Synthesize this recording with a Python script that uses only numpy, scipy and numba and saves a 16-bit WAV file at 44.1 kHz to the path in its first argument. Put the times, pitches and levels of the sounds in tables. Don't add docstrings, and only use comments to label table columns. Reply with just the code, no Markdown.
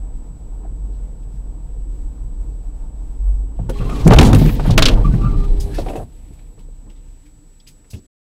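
import sys
import numpy as np
from scipy import signal
from scipy.fft import rfft, irfft, next_fast_len
from scipy.io import wavfile
from scipy.ndimage import uniform_filter1d
from numba import njit

SR = 44100
rng = np.random.default_rng(int(sys.argv[2]) if len(sys.argv) > 2 else 0)


def waveform_to_disk(signal):
    frames = np.transpose(np.atleast_2d(signal))
    scaled = np.clip(frames, -1, 1) * 32767
    samples = np.round(scaled).astype(np.int16)
    wavfile.write(sys.argv[1], SR, samples)


def to_linear_factor(level_db):
    exponent = np.asarray(level_db, float) / 20
    return 10 ** exponent


N = 369116
T = np.arange(N) / SR

# start_s [s], peak_db [dB], pitch_hz [Hz], ring_s [s]
BLOWS = [(0.64, -35, 200, 0.083), (1.342, -29.5, 124, 0.13), (3.6, -16.5, 110, 0.27),
         (3.8, -14.5, 118.7, 0.21), (4.05, -18.5, 166, 0.1), (4.056, -9, 166, 0.1), (4.062, 3, 166.7, 0.1),
         (4.068, 9, 166, 0.09), (4.113, 9, 127, 0.078), (4.157, 1, 44.2, 0.2), (4.192, 9, 84.6, 0.078),
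         (4.227, 0, 50, 0.15), (4.333, 3.5, 103.2, 0.15), (4.421, 0, 174, 0.074), (4.68, -4, 121, 0.2),
         (4.774, -6.5, 215, 0.094), (4.916, -9, 111, 0.075), (5.055, -7.5, 128, 0.17),
         (5.14, -5.5, 123.6, 0.14), (5.246, -11, 121, 0.27), (5.326, -13.5, 97.7, 0.24),
         (5.78, -37, 159, 0.13), (5.784, -20, 300, .07), (5.863, -24, 330, .05), (5.885, -20, 280, .06),
         (5.901, -20, 300, .06), (5.934, -25, 264, .06), (5.956, -22, 310, .06), (3.03, -38, 230, .1),
         (3.44, -34, 250, .1), (4.72, -8, 130, .06), (5.955, -29, 140, 0.15), (6.308, -33, 98, 0.12),
         (6.576, -35, 124.1, 0.11), (6.862, -38, 91.7, 0.1), (7.936, -26, 98.4, 0.11),
         (7.945, -21, 82, 0.14), (7.96, -33, 270, .12), (6.6, -40, 200, .08), (6.875, -42, 210, .1),
         (3.93, -18, 250, .1)]
# start_s [s], peak_db [dB], pitch_hz [Hz], clang_db [dB above the knock]
METAL_KNOCKS = [(3.693, -14, 520, -16), (3.805, -25, 517, -8), (3.825, -26, 480, -6),
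                (3.893, -25.5, 690, -6), (4.073, -5, 561, -10), (4.088, -10, 700, -8),
                (4.109, 5.5, 479, -13.5), (4.122, -1, 906, -8.5), (4.136, -2.5, 699.7, -10),
                (4.144, -9, 792, -8), (4.165, -11, 935, -8), (4.185, 4, 463, -6.5), (4.202, -4.5, 800, -8),
                (4.213, -6, 806, -8), (4.227, -4, 520, -11.5), (4.33, -3.5, 513, -8.5),
                (4.359, -13, 487, -7), (4.456, -20, 520, -8), (4.493, -23, 452, -1.5),
                (4.595, -17.5, 870, -12.5), (4.654, -19.5, 881, -10), (4.778, -3, 637, -1.5),
                (4.822, -8.5, 630, -3), (4.855, -9.5, 507, -6), (4.884, -14, 600, -7.5),
                (4.9, -15.5, 516, -8), (4.93, -19, 558, -10), (4.975, -22, 895, -16), (5.139, -29, 800, -2)]
# start_s [s], peak_db [dB], pitch_hz [Hz]
TRIM_KNOCKS = [(0.649, -36, 700), (3.59, -26, 690), (4.415, -12, 654), (4.69, -21, 801),
               (4.699, -14.5, 837), (5.676, -30, 500), (5.783, -15, 700), (5.795, -20, 720),
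               (5.863, -17, 743), (5.886, -19, 758), (5.9, -17.5, 780), (5.933, -24.5, 690),
               (5.955, -16.5, 739), (5.975, -21.5, 600), (5.997, -23.5, 780), (6.018, -29, 720),
               (6.308, -37.5, 426.5), (6.578, -38, 440), (6.686, -42, 467), (6.865, -39, 420),
               (7.791, -53, 489), (7.854, -47, 450), (7.932, -37, 596)]
# start_s [s], peak_db [dB], bite_hz [Hz], sizzle_db [dB above the bite]
CLACKS = [(3.694, -29.5, 2620, -3.5), (3.7862, -34, 2590, -12), (3.896, -31, 2530, -10),
          (4.076, -14, 1700, -8), (4.105, -16, 2880, -25), (4.119, -16, 2900, -19),
          (4.1345, -9, 2900, -17.5), (4.144, -22, 2000, -18), (4.1615, -17.5, 2590, -13.5),
          (4.1864, 6.5, 3140, -28), (4.201, -11, 2000, -18), (4.212, -14, 3300, -10),
          (4.228, -8.5, 2210, -13), (4.25, -14.5, 3300, -14), (4.2633, -19, 3020, -13),
          (4.3301, -16, 2770, -25), (4.3468, -13.5, 2640, -7), (4.3845, -28, 2520, -5),
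          (4.461, -24.5, 2600, -10.5), (4.418, -26, 3500, -14), (4.491, -24.5, 2395, -15.5),
          (4.597, -30, 2420, -21), (4.706, -18, 3700, -15), (4.779, 1, 2600, -16.5), (4.824, -8, 3420, -20),
          (4.8565, -9.5, 3202, -22), (4.884, -14, 3100, -22)]
# start_s [s], peak_db [dB], bite_hz [Hz], sizzle_db [dB above the bite]
TICKS = [(.94, -60, 3000, -8), (1.225, -58, 2600, -8), (6.96, -54, 3600, -20), (5.0527, -38, 2323, -15),
         (5.1403, -41, 2330, -10), (5.1757, -43, 2810, -15), (5.5997, -28, 5030, -5.5),
         (5.7414, -35, 2700, -5), (5.7834, -34.5, 3750, -6.5), (5.862, -40, 2590, -12),
         (5.886, -34, 2715, -9), (5.9565, -34, 2570, -7.5), (6.33, -54, 2600, -2), (6.3869, -49, 2320, -18),
         (6.5872, -49.5, 2940, -8), (6.896, -47, 2870, -14), (7.2562, -50, 2234, -9),
         (7.5987, -53, 3600, -12), (7.6674, -41, 2720, -8), (7.674, -38.5, 4910, -7),
         (7.9009, -40.5, 4840, 0.5), (7.9324, -37.5, 2630, -11)]
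# start_s [s], peak_db [dB], pitch_hz [Hz], width_hz [Hz], hold_s [s]
CHATTER = [(4.7778, -4, 2600, 5000, .003), (4.8222, -3, 3500, 2300, .009), (4.8552, -3, 3400, 2300, .011),
           (4.8835, -7, 3200, 2000, .005), (4.79, -13, 2400, 3000, .005), (4.838, -18, 3000, 2500, .006),
           (4.871, -16, 3000, 2500, .007), (4.3305, -9, 2800, 6000, .002), (4.359, -22, 1700, 2000, .002),
           (4.598, -28, 1400, 1600, .001), (4.2125, -13, 4400, 5000, .002), (4.0765, -15, 6000, 3000, .001),
           (7.5987, -46, 3450, 400, .008), (7.6, -50, 5000, 700, .008), (4.779, -9, 1400, 1200, .008),
           (4.823, -15, 1500, 1200, .004), (5.934, -34, 1200, 2400, .002), (5.9545, -33, 1100, 1200, .003),
           (5.782, -30, 1900, 2400, .008), (7.674, -42, 5000, 1800, .004), (4.1345, -17, 2500, 4000, .009),
           (4.159, -16, 1900, 2000, .002), (4.2005, -17, 1800, 2400, .001), (4.2495, -18, 4500, 6000, .004),
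           (4.7075, -28, 4200, 4000, .014), (4.1145, -16, 2500, 4000, .001), (5.862, -31, 1000, 1200, .003),
           (5.884, -33, 2500, 1600, .004)]
# start_s [s],
# end_s [s], pitch_hz [Hz], level_db [dB]
SINGING = [(3.8, 4.2, 10314, -64), (3.72, 4.4, 14061, -72), (4.34, 4.56, 15563, -50),
           (3.72, 3.84, 3262, -56), (3.73, 3.8, 4078, -56), (5.0, 5.05, 3205, -55),
           (3.785, 3.87, 2703, -50), (3.94, 3.99, 2400, -50), (5.22, 5.28, 2700, -55),
           (7.22, 7.45, 294, -54), (5.0, 5.45, 4050, -69), (5.04, 5.07, 2370, -47), (5.33, 5.42, 2450, -60),
           (5.7, 5.73, 1650, -52), (5.748, 5.77, 1750, -40), (5.778, 5.79, 1800, -43),
          (5.74, 5.8, 2600, -47), (5.778, 5.795, 3800, -44), (5.884, 5.91, 2650, -47),
          (5.884, 5.9, 3750, -49), (5.95, 5.985, 2620, -50), (5.105, 5.145, 1500, -47),
          (5.175, 5.26, 800, -47), (5.25, 5.28, 2640, -50), (5.21, 5.235, 2760, -55),
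          (5.29, 5.31, 2150, -52), (3.9, 3.92, 2500, -46), (3.97, 3.99, 2700, -48), (3.79, 3.83, 2500, -53),
          (3.685, 3.71, 1450, -43), (3.685, 3.71, 880, -34)]
# start_s [s], end_s [s], centre_hz [Hz], level_db [dB]
SPRAYS = [(4.35, 4.56, 13000, -42.5), (4.655, 4.69, 11000, -46), (5.61, 6.05, 10000, -56),
          (4.07, 4.09, 7000, -26), (3.9, 4.06, 6500, -53), (7.94, 8.0, 223, -39), (7.905, 8.0, 5200, -57),
          (7.98, 8.07, 225, -53), (5.86, 6.04, 510, -36.5), (5.73, 5.79, 1700, -45),
          (6.04, 6.55, 11000, -69), (4.89, 5.04, 520, -29), (5.74, 5.83, 4400, -45), (6.82, 6.93, 220, -49),
          (4.23, 4.3, 6500, -33.5), (4.47, 4.51, 2400, -35), (4.66, 4.75, 3200, -40),
          (4.89, 4.95, 3000, -38), (4.04, 4.075, 5500, -44), (3.84, 4.0, 280, -34), (6.1, 6.5, 2500, -70.5),
          (4.797, 4.822, 3300, -27), (7.84, 7.862, 1800, -62), (4.258, 4.285, 9000, -38),
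          (6.57, 6.62, 900, -60), (6.86, 6.92, 900, -61), (4.78, 4.9, 1450, -27), (4.64, 4.75, 1400, -40),
          (4.06, 4.076, 6000, -36), (4.126, 4.146, 10000, -36), (.63, .68, 750, -52), (.92, .98, 4000, -70),
          (6.95, 7.3, 2600, -72), (3.56, 3.68, 2800, -68)]
# frequency_hz [Hz], density_db [dB per Hz]
DEBRIS_SPECTRUM = [(880, -39.5), (1500, -9), (1880, -4.5), (4040, -5.5), (6060, -13), (7920, -15.5),
                   (14600, -22), (16000, -26.5)]
# start_s [s], end_s [s], depth_db [dB]
LULLS = [(4.09, 4.101, -7), (4.147, 4.158, -14), (4.179, 4.186, -8), (4.195, 4.2, -10), (4.202, 4.21, -10),
         (4.216, 4.227, -5), (4.318, 4.33, -12), (4.334, 4.345, -10), (4.079, 4.09, -4), (6.04, 6.12, -3),
         (4.69, 4.706, -2), (4.75, 4.777, -7), (4.764, 4.777, -12), (4.797, 4.822, -6), (4.845, 4.855, -4)]
# start_s [s], end_s [s], pitch_hz [Hz], level_db [dB], roughness [0-1]
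SQUEAL = [(3.752, 3.805, 1100, -44, .3), (3.795, 3.84, 1127, -37.5, .5), (3.8, 3.84, 1380, -40, .5),
          (3.855, 3.907, 1042, -36, .35), (3.888, 3.94, 1236, -30, 0.42), (3.895, 3.93, 1086, -34, .5),
          (3.945, 3.99, 1125, -38, 0.47), (3.995, 4.062, 1074, -39, 0.45), (5.042, 5.07, 1179, -24.5, 0.27),
          (5.066, 5.101, 1151, -32, .4), (5.1, 5.125, 1180, -42, 0.41), (5.185, 5.238, 1185, -42, .35),
          (5.209, 5.365, 1172, -34, 0.32), (3.79, 4.05, 1166, -44.5, 0.9), (5.34, 5.475, 1203, -40.5, .3),
          (5.205, 5.26, 1336, -46, .5), (5.247, 5.325, 1335, -37, 0.37)]
# start_s [s], end_s [s], pitch_hz [Hz], level_db [dB]
HORN = [
    (3.717, 3.898, 410, -39.5),
    (3.882, 4.064, 410, -43),
    (4.96, 5.3, 401, -43.5),
    (5.27, 5.74, 401, -39.5),
]
# multiple [of the pitch], level_db [dB]
HORN_ORDERS = [(1, -1.5), (2, -15), (3, -29.5), (10, -26)]
# centre_hz [Hz], width_hz [Hz], level_db [dB]
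AIR_MODES = [(35.68, 23, 0), (56.5, 21, -8)]
# time_s [s], pitch_hz [Hz]
BOOM_HZ = [(0, 43.91), (4.2, 45.06), (4.8, 39.1), (5.2, 42.08), (5.5, 32.3), (6.4, 33.9), (7.3, 32.18),
           (7.7, 27.92)]
# time_s [s], pitch_hz [Hz]
HEAVE_HZ = [(3.5, 27), (4.0, 20.2), (4.5, 28), (4.9, 16), (5.4, 22.8)]
# centre_hz [Hz], width_hz [Hz], level_db [dB]
FLOOR_MODES = [(104.4, 40, 1), (150, 55, -2), (228.5, 110, -5)]
# centre_hz [Hz], width_hz [Hz], level_db [dB]
TRIM_MODES = [(290, 74, 2), (420, 170, -3), (484, 89, -6.5), (693, 430, -4.5), (899, 24, -15),
              (914, 270, -12), (1345, 440, -22), (2600, 1900, -26)]
# time_s [s], level_db [dB]
ROCK = [(0, -23), (.27, -30), (.6, -25.5), (1.7, -25.5), (3.15, -25), (3.3, -19), (3.52, -25.5),
        (4.03, -16), (4.1, -7), (4.4, -10.5), (4.6, -17.5), (4.93, -10.5), (5.8, -15), (5.95, -27),
        (6.5, -34.5), (7.05, -35.5), (7.5, -44.5), (8.05, -49.5)]
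# time_s [s], level_db [dB]
GRIND = [(0, -51), (3.55, -51.5), (3.73, -46), (3.84, -38.5), (4.08, -32.5), (4.24, -16.5), (4.32, -23),
         (4.57, -35.5), (4.8, -30.5), (4.93, -27.5), (5.0, -38), (5.18, -39), (5.62, -43), (5.83, -37),
         (6.08, -56), (6.9, -60.5), (7.93, -64.5), (8.04, -81)]
# frequency_hz [Hz], density_db [dB per Hz]
HISS_SPECTRUM = [(710, -39), (1200, -12.5), (2090, -15.5), (6650, -18), (8000, -9.5), (8440, -18),
                 (14700, -26), (16000, -35)]

TOUCH_S, BRAKE_S, STOP_S, CUT_S = 3.58, 5.5, 6.1, 8.068
SHATTER_S, SETTLE_S, SETTLE_DB = 3.69, 4.9, -3.5


def level(x):
    return x / np.sqrt(np.mean(x ** 2))


@njit
def svf(x, hz, width):
    y, b, l = np.empty(len(x)), 0., 0.
    for i in range(len(x)):
        g, k = np.tan(np.pi * hz[i] / SR), width / hz[i]
        v = (b + g * (x[i] - l)) / (1 + g * (g + k))
        b, l, y[i] = 2 * v - b, l + 2 * g * v, k * v
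    return y


def band(x, hz, width):
    centre = np.broadcast_to(1. * hz, len(x)).copy()
    return svf(svf(x, centre, 1. * width), centre, 1. * width)


def noise_band(length, hz, width):
    return level(band(rng.standard_normal(length), hz, width))


def walk(rate):
    k = int(SR / rate)
    held = np.repeat(rng.standard_normal(N // k + 1), k)
    return 1.1 * uniform_filter1d(uniform_filter1d(held, k), k)[:N]


def coloured(x, spectrum):
    hz, db = np.transpose(spectrum)
    size = next_fast_len(N)
    log_hz = np.log(np.arange(1, size // 2 + 2) * SR / size)
    gain = to_linear_factor(np.interp(log_hz, np.log(hz), db))
    return level(irfft(rfft(x, size) * gain, size)[:N])


def curve(points):
    return np.interp(T, *np.transpose(points))


def edges(t, start, end, edge_s):
    return np.clip(np.minimum(t - start, end - t) / edge_s, 0, 1)


def fall(t, rise, ring):
    return np.minimum(t / rise, 1) * np.exp(-np.log(1000) * t / max(ring, .01))


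def add(out, s, x):
    i = int(s * SR)
    out[i:i + len(x)] += x[:N - i]


def blows():
    out, t = np.zeros(N), T[:SR // 3]
    for s, db, hz, ring in BLOWS:
        shell = np.sin(2 * np.pi * hz * t) + 0.71 * np.sin(2 * np.pi * 1.37 * hz * t)
        add(out, s - .003, to_linear_factor(db - 1.0) * fall(t, 0.0032, ring) * shell)
    return out


def knocks():
    out, t = np.zeros(N), T[:SR // 3]
    metal = [k + (0.095,) for k in METAL_KNOCKS]
    trim = [k + (-25, 0.085) for k in TRIM_KNOCKS]
    for s, db, hz, clang_db, ring in metal + trim:
        chance = rng.standard_normal((2, 4))
        ratio = np.array([.48, .66, .86, 1]) * (1 + .03 * chance[0])
        size = to_linear_factor(np.array([-2.0, -4.0, -9.5, -1.5]) + 1.7 * chance[1])
        modes = size @ np.sin(2 * np.pi * hz * np.outer(ratio, t))
        rubbing = band(rng.standard_normal(len(t)), .8 * hz, .9 * hz)
        scuff = 0.83 * level(band(rubbing, .8 * hz, .9 * hz))
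        clang = to_linear_factor(clang_db + 0.5) * noise_band(len(t), 1100, 1100)
        hit = (modes + scuff) * fall(t, 0.0028, ring) + clang * fall(t, .002, 0.9 * ring)
        add(out, s - .001, to_linear_factor(db - 5.5) * hit)
    return out


def clacks():
    out, t = np.zeros(N), T[:SR // 3]
    events = [c + (0.057,) for c in CLACKS] + [c + (0.14,) for c in TICKS]
    for s, db, hz, sizzle_db, ring in events:
        broad, bright, grain, dull, narrow = rng.standard_normal(size=(5, len(t)))
        crackle = to_linear_factor(15.0 * uniform_filter1d(grain, size=40))
        core = level(band(narrow, hz, 500) + 0.28 * band(narrow, 1.3 * hz, 500))
        core = core * fall(t, 0.0016, 0.76 * ring)
        bite = level(band(band(broad, hz, 1.9 * hz), hz, 1.9 * hz))
        bite = bite * crackle * fall(t, .055 * ring, ring)
        sizzle = level(svf(bright, 8000 + 0 * t, 9000.))
        sizzle = sizzle * crackle * fall(t, .06 * ring, 1.2 * ring)
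        tail = level(band(dull, .7 * hz, 3000.0)) * fall(t, 0.0076, 0.17)
        clack = bite + 0.7 * core + to_linear_factor(sizzle_db + 5.0) * sizzle + to_linear_factor(-17.5) * tail
        add(out, s - .001, to_linear_factor(db - 8.0) * clack)
    return out


def chatter():
    out, t = np.zeros(N), T[:SR // 8]
    for s, db, hz, width, hold in CHATTER:
        buzz, grain, snap = rng.standard_normal(size=(3, len(t)))
        sag = to_linear_factor(-5 * np.minimum(t / hold, 1))
        shape = sag * fall(np.maximum(t - hold, 0) + .001, .001, 0.039)
        body = to_linear_factor(12 * uniform_filter1d(grain, size=50)) * shape * level(band(buzz, hz, width))
        snap = to_linear_factor(-7) * level(svf(snap, hz + 0 * t, 1.6 * width)) * fall(t, .0003, .012)
        onset = np.minimum(t * 3000, 1)
        add(out, s, to_linear_factor(db - 3) * onset * (body + snap))
    return out


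def singing():
    out = np.zeros(N)
    thin = [r + (min(0.037 * r[2], 380 ** 2 / r[2]),) for r in SINGING]
    wide = [r + (.7 * r[2],) for r in SPRAYS]
    for start, end, hz, db, width in thin + wide:
        t = T[:int((end - start) * SR)]
        gain = to_linear_factor(db - 4 * t / t[-1]) * edges(t, 0, t[-1], 0.0068)
        add(out, start, gain * noise_band(len(t), hz, width))
    return out


def debris():
    db = -21.5 + 0.76 * curve(GRIND) + SETTLE_DB * (T > SETTLE_S)
    size = to_linear_factor(db) * (T > SHATTER_S)
    excess = np.sqrt(np.maximum(size ** 2 - to_linear_factor(-70) ** 2, 0))
    grit = rng.standard_normal(N) * to_linear_factor(2.6 * walk(90) + 0.98 * walk(25))
    return to_linear_factor(3.5) * excess * coloured(grit, DEBRIS_SPECTRUM)


def lulls():
    db = 0
    for start, end, depth_db in LULLS:
        sink = (T - start) / .004
        impact = (end - T) * 2000
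        db = db + depth_db * np.clip(np.minimum(sink, impact), 0, 1)
    return to_linear_factor(db)


def squeal():
    out = np.zeros(N)
    waver = 0.014 * walk(70) + 0.008 * walk(12)
    flutter = to_linear_factor(3.3 * walk(41))
    for start, end, start_hz, db, rough in SQUEAL:
        t, i = T[:int((end - start) * SR)], int(start * SR)
        now = slice(i, i + len(t))
        hz = start_hz + 100 * t
        phase = 2 * np.pi * np.cumsum(hz * (1 + waver[now])) / SR
        noise = rng.standard_normal(size=(2, SR // 2))[:, :len(t)]
        scrape = level(band(noise[0], hz, 200)) + .15 * level(band(noise[1], 2.1 * hz, 500))
        clean = np.sqrt(2) * (np.sin(phase) + .05 * np.sin(2 * phase))
        gain = edges(t, 0, t[-1], 0.011) * to_linear_factor(db - 5 * t / t[-1])
        add(out, start, gain * flutter[now] * ((1 - rough) * clean + rough * scrape))
    return out


def horn():
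    out = 0
    for start, end, hz, level_db in HORN:
        phase = 2 * np.pi * np.cumsum(hz * (1 + .002 * walk(33))) / SR
        tone = sum(to_linear_factor(db + 4.5 + 2.0 * walk(15)) * np.sin(k * phase) for k, db in HORN_ORDERS)
        out = out + to_linear_factor(level_db) * edges(T, start, end, 0.018) * tone
    return out


def jolts():
    power = np.zeros(N)
    for s, db, hz, _ in BLOWS:
        if hz < 225:
            add(power, s, (to_linear_factor(-12 + .6 * db) * fall(T[:SR], .03, 0.69)) ** 2)
    return power


def shaken(modes, flicker_db, rate):
    total = 0
    for hz, width, db in modes:
        total = total + to_linear_factor(db + flicker_db * walk(rate)) * noise_band(N, hz, width)
    return level(total)


def car():
    rock, grind = to_linear_factor(curve(ROCK)), to_linear_factor(curve(GRIND))
    phase = 2 * np.pi * np.cumsum(curve(BOOM_HZ) * (1 + 0.05 * walk(9))) / SR
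    air = np.sqrt(2) * to_linear_factor(3.2 * walk(7.4)) * np.sin(phase) + 0.57 * shaken(AIR_MODES, 1.7, 13)
    parked_db = np.interp(T, [BRAKE_S, STOP_S], [0, -36])
    heave = rock * to_linear_factor(-5 + parked_db + 2.6 * walk(5))
    springs = noise_band(N, curve(HEAVE_HZ), 13)
    moving = (T > TOUCH_S) * (T < STOP_S)
    shudder = np.sqrt((to_linear_factor(8) * grind) ** 2 + jolts() * moving)
    floor = shudder * shaken(FLOOR_MODES, 2.5, 16)
    trim = to_linear_factor(1.5) * grind * shaken(TRIM_MODES, 2.8, 18)
    return to_linear_factor(-2.5) * rock * air + heave * springs + floor + trim


def camera():
    flip = np.tanh(6 * np.sin(np.pi * 59.94 * T))
    whine_hz = 7862
    whine = np.sqrt(2) * to_linear_factor(-61 + .6 * walk(3.3)) * flip * np.sin(2 * np.pi * whine_hz * T)
    hiss = coloured(rng.standard_normal(N) * to_linear_factor(1.3 * walk(20)), HISS_SPECTRUM)
    return whine + to_linear_factor(-66) * hiss


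def scene():
    tones = knocks() + blows() + horn() + squeal()
    clatter = debris() + clacks() + singing() + chatter() + camera()
    return (car() + tones + lulls() * clatter)[None]


def top_cut(x):
    return signal.sosfilt(signal.butter(12, 16390, fs=SR, output="sos"), x)


def record(dry):
    hot = 1.118 * dry
    flat = .94 * hot / (1 + np.abs(hot) ** 6) ** (1 / 6)
    treble = signal.sosfilt(signal.butter(4, 1500, "high", fs=SR, output="sos"), hot)
    flat = flat + to_linear_factor(-5) * np.abs(flat) ** 6 * np.clip(treble, -.1, .1)
    coupled = signal.sosfilt(signal.butter(1, 8, "high", fs=SR, output="sos"), flat)
    top = signal.ellip(8, .2, 80, 15620, fs=SR, output="sos")
    until_cut = np.clip((CUT_S - T) / 0.0068, 0, 1)
    return top_cut(signal.sosfilt(top, coupled) * until_cut)


dry = scene()
out = record(dry)
waveform_to_disk(out)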